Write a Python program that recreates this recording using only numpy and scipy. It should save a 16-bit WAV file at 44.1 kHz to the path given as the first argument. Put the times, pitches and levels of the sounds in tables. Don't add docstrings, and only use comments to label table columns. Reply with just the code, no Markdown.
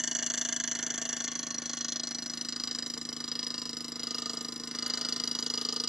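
import sys
import numpy as np
from scipy import signal
from scipy.fft import rfft, irfft
from scipy.io import wavfile
from scipy.ndimage import uniform_filter1d

SR = 44100
rng = np.random.default_rng(int(sys.argv[2]) if len(sys.argv) > 2 else 0)


def how_loud(loudness_db):
    steps = np.asarray(loudness_db, float) / 20
    return 10 ** steps


def materialize(psi):
    bounded = np.clip(np.atleast_2d(psi).T, -1, 1)
    quanta = np.round(bounded * 32767).astype(np.int16)
    wavfile.write(sys.argv[1], SR, quanta)


N = 259352

TURN_S, FIRST_KNOCK_S = 0.03769, 0.0361
BELT_S, BELT_START_S, BELT_SWING_MS, BELT_TIGHT_S = 0.75, 0.018, 0.48, 0.45
# time_s, knock_late_ms
SPEED_DRIFT = [(0, 1.11), (.6, -.68), (1.3, -1.12), (2, .78), (2.8, -.59), (3.5, .79), (4.2, .89),
               (4.8, 1.26), (5.4, -.68), (5.88, -3.07)]
# time_s, force_db
KNOCK_FORCE = [(0, 3), (.4, 4), (.9, -1.5), (1.2, 0), (1.6, -3), (1.95, 6), (2.25, 1), (2.72, 6.5),
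               (3.0, -1), (3.25, 0.5), (3.36, 6.5), (3.7, 0.5), (3.98, -3.5), (4.04, 3.5), (4.35, -2),
               (4.72, -4), (4.85, 2.5), (5.88, 4)]
# pitch_hz, fade_60db_s, signed_strength_thousandths, after_knock_ms
BASE_MODES = [(115.0, 0.058, -3.8, 2.25), (156.2, 0.145, -3.95, 0.53), (242.1, 0.221, 8.7, 1.67),
              (261.8, 0.028, -7.84, 10.74), (332.1, 0.048, 7.02, 2.91)]
# after_knock_ms, decay_ms, frame_db, linkage_db, flywheel_db, boiler_db, steam_db
BOUNCES = [
    (0.511, 4.9, 6, 7.5, 0, 0, 4),
    (2.58, 4.15, 4.5, 9, -7.5, -2.5, -9),
    (6.23, 2.3, -26, -16, -5.5, -24, -25),
    (9.206, 0.36, -1, 7, -20, 5, -4),
    (13.43, 4.8, -6.5, -11.5, -9, -49, -2),
    (16.75, 1.36, -4.5, -21, -19, -2.5, 2),
    (24.24, 4.3, -8.5, -22, -33, -20, -25),
    (29.1, 5.2, -2, -10.5, -37, -41, -16.5),
]

RUBBING_DB = [-8, -8, -23, -17.5, -27.5]
REPEAT_SHARE = [0.892, 0.9, 0.885, 0.63, 0.15]
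CRANK_BLOW_DB = [24, 26.5, 26.5, 21, 9]
CRANK_BLOW_MS = [1.2, -.3, -.8, -.4, -.7]
REBOUND_DB = [-9, -3.5, -8.5, -3.5, -3]
REBOUND_MS = 2.4
TURN_SPREAD_DB = [.8, 1.2, 1.7, 2.06, 3.2]
WEAK_MODES_DB = [-30, -24, -47, -30, -60]
PART_EDGES_HZ = [370, 2450, 4400, 5400, 8300, 15800]

# pitch_hz, width_hz, boiler_view_db, backing_off_db, far_db, shaft_view_db
FRAME_MODES = [(448, 59, -18, -19.5, -14.5, -7.5), (551.5, 94, -18, -15.5, -24.5, -13.5),
               (649.5, 66, -8.5, -14.5, -23, -12), (779, 101, -17, -23.5, -27, -18),
               (899.5, 79, -17.5, -34, -26, -21.5), (1043, 60, -15.5, -41, -17, -16.5),
               (1130, 73, -17, -13.5, -18.5, -19), (1222, 61, -27.5, -26.5, -16.5, -8.5),
               (1367, 109, -28, -27, -23, -14), (1478, 98, -15.5, -18.5, -24, -21.5),
               (1651, 58, -11, -20.5, -29, -20), (1807, 191, -10, -16.5, -24.5, -18.5),
               (2048, 125, -14, -20, -26, -20), (2334, 440, -21, -22, -32.5, -31.5)]
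LINKAGE_MODES = [(2799, 16, -16.5, -18.5, -19.5, -18), (2940, 69, -12.5, -22, -26, -11),
                 (3030, 112, -10.5, -22, -22.5, -9), (3308, 137, -14, -14.5, -29, -17),
                 (3487, 103, -16.5, -16.5, -25, -10.5), (3984, 250, -52, -14, -14, -17),
                 (4188, 96, -18, -4, -20.5, -7)]
FLYWHEEL_MODES = [(4574, 102, -6, -11, -23, -1), (4794, 137, -34, -11, -13, -3),
                  (4884, 175, -30, -18, -6.5, -6), (5020, 115, -23, -11.5, -4.5, -30)]
BOILER_MODES = [(5620, 33, -33, -37, -10, -3), (5866, 147, -0.5, 4, -9.5, -6.5),
                (6135, 250, 1, -1.5, -21, -10.5), (6380, 360, -3.5, -5.5, -27.5, -3.5),
                (6950, 150, -10, -18, -25.5, -9), (7230, 473, -10, -20, -20.5, -17.5),
                (7710, 100, -24, -18, -26, -23)]
STEAM_MODES = [(8370, 180, -34, -27, -32, -28), (9120, 280, -31.5, -34, -42, -36),
               (10040, 120, -24.5, -27.5, -42, -39), (11050, 780, -41, -41.5, -43, -41),
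               (12750, 870, -47, -49, -55, -53), (15400, 600, -72, -64, -78, -56)]

# time_s, position (0 over the boiler, 1 backing off, 2 far, 3 over the shaft)
POSITION = [(0, 0), (.6, 0.03), (1.2, 0.28), (1.35, 0.68), (1.75, 0.77), (2.2, 1.4), (2.6, 1.79), (3.3, 2),
            (3.9, 2), (4.3, 2.5), (4.6, 2), (4.85, 2.6), (5.3, 2.5), (5.88, 2.5)]
RUBBING_GAIN_DB = [0.82, 1.5, 4.44, 4.5]
RUBBING_STAYS = 0.32

# boiler_view_db, backing_off_db, far_db, shaft_view_db
PART_LOUDNESS = [(-46, -46.5, -46.5, -44), (-43, -48.5, -50, -43), (-44.5, -45, -48, -42),
                 (-47, -46.5, -41, -34.5), (-35.5, -39.5, -47.5, -40.5), (-62.5, -64, -62, -55.5)]
FORCE_SHARE = [0.0071, -0.026, 0.6, 0.76, 0.38, 0.012]
BELT_SWELL_DB = [-0.43, 1.35, 0.32, .3, -0.48, -.3]
# time_s, over_hiss_db
STEAM_SPITS = [
    (.4, 5.5),
    (2.42, 3),
    (3.82, 4),
    (5.1, 2.5),
]
SPIT_S = 0.037

# pitch_hz, level_db
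ROOM_RUMBLE = [(20, -3), (60, -3.5), (150, -0.5), (330, 8), (500, -10), (900, -5.5), (3000, -28.5)]
RUMBLE_DB = -60.5
# pitch_hz, left_lag_rad
OPENING_LAG = [(500, 0.0025), (1500, 0.043), (3000, 0.19), (4600, 0.61), (6200, 0.67), (7800, 0.38),
               (10000, 0.1), (15000, .8)]
# pitch_hz, side_db
SCATTERED = [(60, -28), (130, -48), (290, -70), (640, -21), (1400, -19), (3100, -13.5), (4800, -23),
             (6500, -9), (8000, -3.5), (11000, -1.5)]
# pitch_hz, share_of_time
DROPOUTS = [(1800, 0), (2500, 0.04), (3200, 0), (7500, 0.02), (8600, 0.097), (9400, 0.19), (11000, 0.032),
            (12500, .45), (14000, .75), (15500, .78)]


def rms_one(x):
    return x / np.sqrt(np.mean(x ** 2) + 1e-20)


def in_time(rows):
    s, value = np.transpose(rows)
    return np.interp(np.arange(N) / SR, s, value)


def at_hz(points):
    hz, value = np.transpose(points)
    return np.interp(np.log(np.fft.rfftfreq(N, 1 / SR) + 1), np.log(hz), value)


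def at_position(values):
    return np.interp(in_time(POSITION), range(4), values)


def steady(x):
    return x / np.sqrt(uniform_filter1d(x ** 2, round(4 * TURN_S * SR)) + 1e-20)


def resonance(x, hz, width):
    r = np.exp(-np.pi * 1.55 * max(width, hz / 70) / SR)
    b = np.array([1, 0, -1]) * (1 - r * r) / 2
    a = [1, -2 * r * np.cos(2 * np.pi * hz / SR), r * r]
    return signal.lfilter(b, a, signal.lfilter(b, a, x))


def rumble():
    noise = rng.standard_normal(N)
    return how_loud(RUMBLE_DB) * rms_one(irfft(rfft(noise) * how_loud(at_hz(ROOM_RUMBLE)), N))


def knocks():
    even = FIRST_KNOCK_S + TURN_S * np.arange(-10, 158)
    drift_ms = np.interp(even, *np.transpose(SPEED_DRIFT))
    swing_ms = BELT_SWING_MS * np.sin(2 * np.pi * (even - BELT_START_S) / BELT_S)
    return np.round((even + (drift_ms + swing_ms) / 1000) * SR).astype(int)


def base_plate(at, level_db):
    lead = -at[0]
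    out = 0
    strength = how_loud(rng.normal(0, 0.13, len(at)))
    for hz, t60, push, after_ms in BASE_MODES:
        clicks = np.zeros(at[-1] + lead + SR // 10)
        clicks[at + lead + round(after_ms * SR / 1000)] = push * strength
        r = how_loud(-60 / (t60 * SR))
        w = 2 * np.pi * hz / SR
        out = out + signal.lfilter([0, np.sin(w)], [1, -2 * r * np.cos(w), r * r], clicks)
    band = signal.butter(6, [68, 392], "band", fs=SR, output="sos")
    return how_loud(level_db) * steady(signal.sosfiltfilt(band, out)[lead:lead + N])


def bounce_power(turns, ms, part):
    power = np.zeros((turns, len(ms)))
    for k, (after_ms, decay_ms, *level_db) in enumerate(BOUNCES):
        wander = rng.standard_normal((turns, 2)) * np.array([0.08, 1.5]) * (1 + 0.32 * k)
        age = (ms - after_ms - wander[:, :1]) / decay_ms
        fade = (age > 0) * np.exp(-2 * np.maximum(age, 0))
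        power += how_loud(2 * (level_db[part] + wander[:, 1:])) * fade
    return power


def crank_blow(turns, ms, part):
    strength = how_loud(CRANK_BLOW_DB[part] + 0.5 * rng.standard_normal((turns, 1)))
    blow = strength * (np.arange(len(ms)) == np.argmax(ms > CRANK_BLOW_MS[part]))
    rebound_ms = CRANK_BLOW_MS[part] + REBOUND_MS + 0.054 * rng.standard_normal(turns)
    rebound_db = CRANK_BLOW_DB[part] + REBOUND_DB[part] + rng.standard_normal(turns)
    blow[np.arange(turns), np.searchsorted(ms, rebound_ms)] = how_loud(rebound_db)
    return blow


def rattle(at, part, rubbing_gain_db):
    turn = np.searchsorted(at, np.arange(N), side="right") - 1
    since = np.arange(N) - at[turn]
    ms = np.arange(since.max() + 1) * 1000 / SR - 1
    turns = len(at)
    keep = np.clip(REPEAT_SHARE[part], 0, 0.99)
    fresh = rng.standard_normal((turns + 30, len(ms))) * how_loud(3.0 * rng.standard_normal(len(ms)))
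    grains = signal.lfilter([np.sqrt(1 - keep ** 2)], [1, -keep], fresh, axis=0)[30:]
    bursts = grains * np.sqrt(bounce_power(turns, ms, part))
    blow = crank_blow(turns, ms, part)
    rubbing = how_loud(RUBBING_DB[part] + rubbing_gain_db) * rng.standard_normal(N)
    b, a = signal.butter(1, 1100, "high", fs=SR)
    return blow[turn, since] + signal.lfilter(b, a, bursts[turn, since] + rubbing)


def engine(at, levels_db):
    rubbing_gain_db = at_position(RUBBING_GAIN_DB) - RUBBING_STAYS * in_time(KNOCK_FORCE)
    out = 0
    for part, modes in enumerate([FRAME_MODES, LINKAGE_MODES, FLYWHEEL_MODES, BOILER_MODES, STEAM_MODES]):
        force = rattle(at - SR // 1000, part, rubbing_gain_db)
        sound = how_loud(WEAK_MODES_DB[part]) * force
        for hz, width, *position_db in modes:
            change = np.interp(np.arange(N), at, rng.standard_normal(len(at)))
            level_db = at_position(position_db) + TURN_SPREAD_DB[part] * change
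            sound = sound + how_loud(level_db) * resonance(force, hz, width)
        band = signal.butter(4, PART_EDGES_HZ[part:part + 2], "band", fs=SR, output="sos")
        out = out + how_loud(levels_db[part]) * steady(signal.sosfilt(band, sound))
    return out


def part_levels():
    t = np.arange(N) / SR
    force_db = in_time(KNOCK_FORCE)
    near_shaft = np.clip(in_time(POSITION) / 2, 0, 1)
    pull = near_shaft * np.cos(2 * np.pi * (t - BELT_TIGHT_S) / BELT_S)
    levels_db = []
    for position_db, share, belt_db in zip(PART_LOUDNESS, FORCE_SHARE, BELT_SWELL_DB):
        levels_db.append(at_position(position_db) + share * force_db + belt_db * pull)
    for s, db in STEAM_SPITS:
        levels_db[-1] = levels_db[-1] + db * np.exp(-((t - s) / SPIT_S) ** 2)
    return levels_db


def two_openings(x):
    lag = np.exp(-0.5j * at_hz(OPENING_LAG))
    slow = signal.butter(2, 150, fs=SR, output="sos")
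    restless = rms_one(signal.sosfilt(slow, rng.standard_normal(N)))
    side = restless * irfft(rfft(x) * how_loud(at_hz(SCATTERED)), N)
    return irfft(rfft(x) * np.array([lag, np.conj(lag)]), N) + side * [[1], [-1]]


def scene():
    base_db, *parts_db = part_levels()
    at = knocks()
    return two_openings(rumble() + base_plate(at, base_db) + engine(at, parts_db))


def drop_quiet_bands(x):
    hz, s, z = signal.stft(x, SR, nperseg=1024)
    shared_db = 7.0 * uniform_filter1d(rng.standard_normal(len(s)), size=3)
    for low in range(36, 372, 12):
        band = z[:, low:low + 12]
        level_db = 10 * np.log10(np.mean(abs(band) ** 2, axis=(0, 1)) + 1e-20)
        level_db = level_db - uniform_filter1d(level_db, size=40)
        level_db = level_db + shared_db + 2.0 * rng.standard_normal(len(s))
        share = np.clip(np.interp(hz[low + 6], *np.transpose(DROPOUTS)), 0, 0.95)
        z[:, low:low + 12] = band * (level_db >= np.quantile(level_db, share))
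    z[:, 369:] = 0
    return signal.istft(z, SR, nperseg=1024)[1][:, :N]


def top_cut(x):
    return signal.sosfilt(signal.butter(12, 15860, fs=SR, output="sos"), x)


def record(dry):
    b, a = signal.iirnotch(2480, 6.0, fs=SR)
    notched = dry + 0.93 * (signal.lfilter(b, a, dry) - dry)
    mix = drop_quiet_bands(notched)
    return top_cut(mix)


dry = scene()
out = record(dry)
materialize(out)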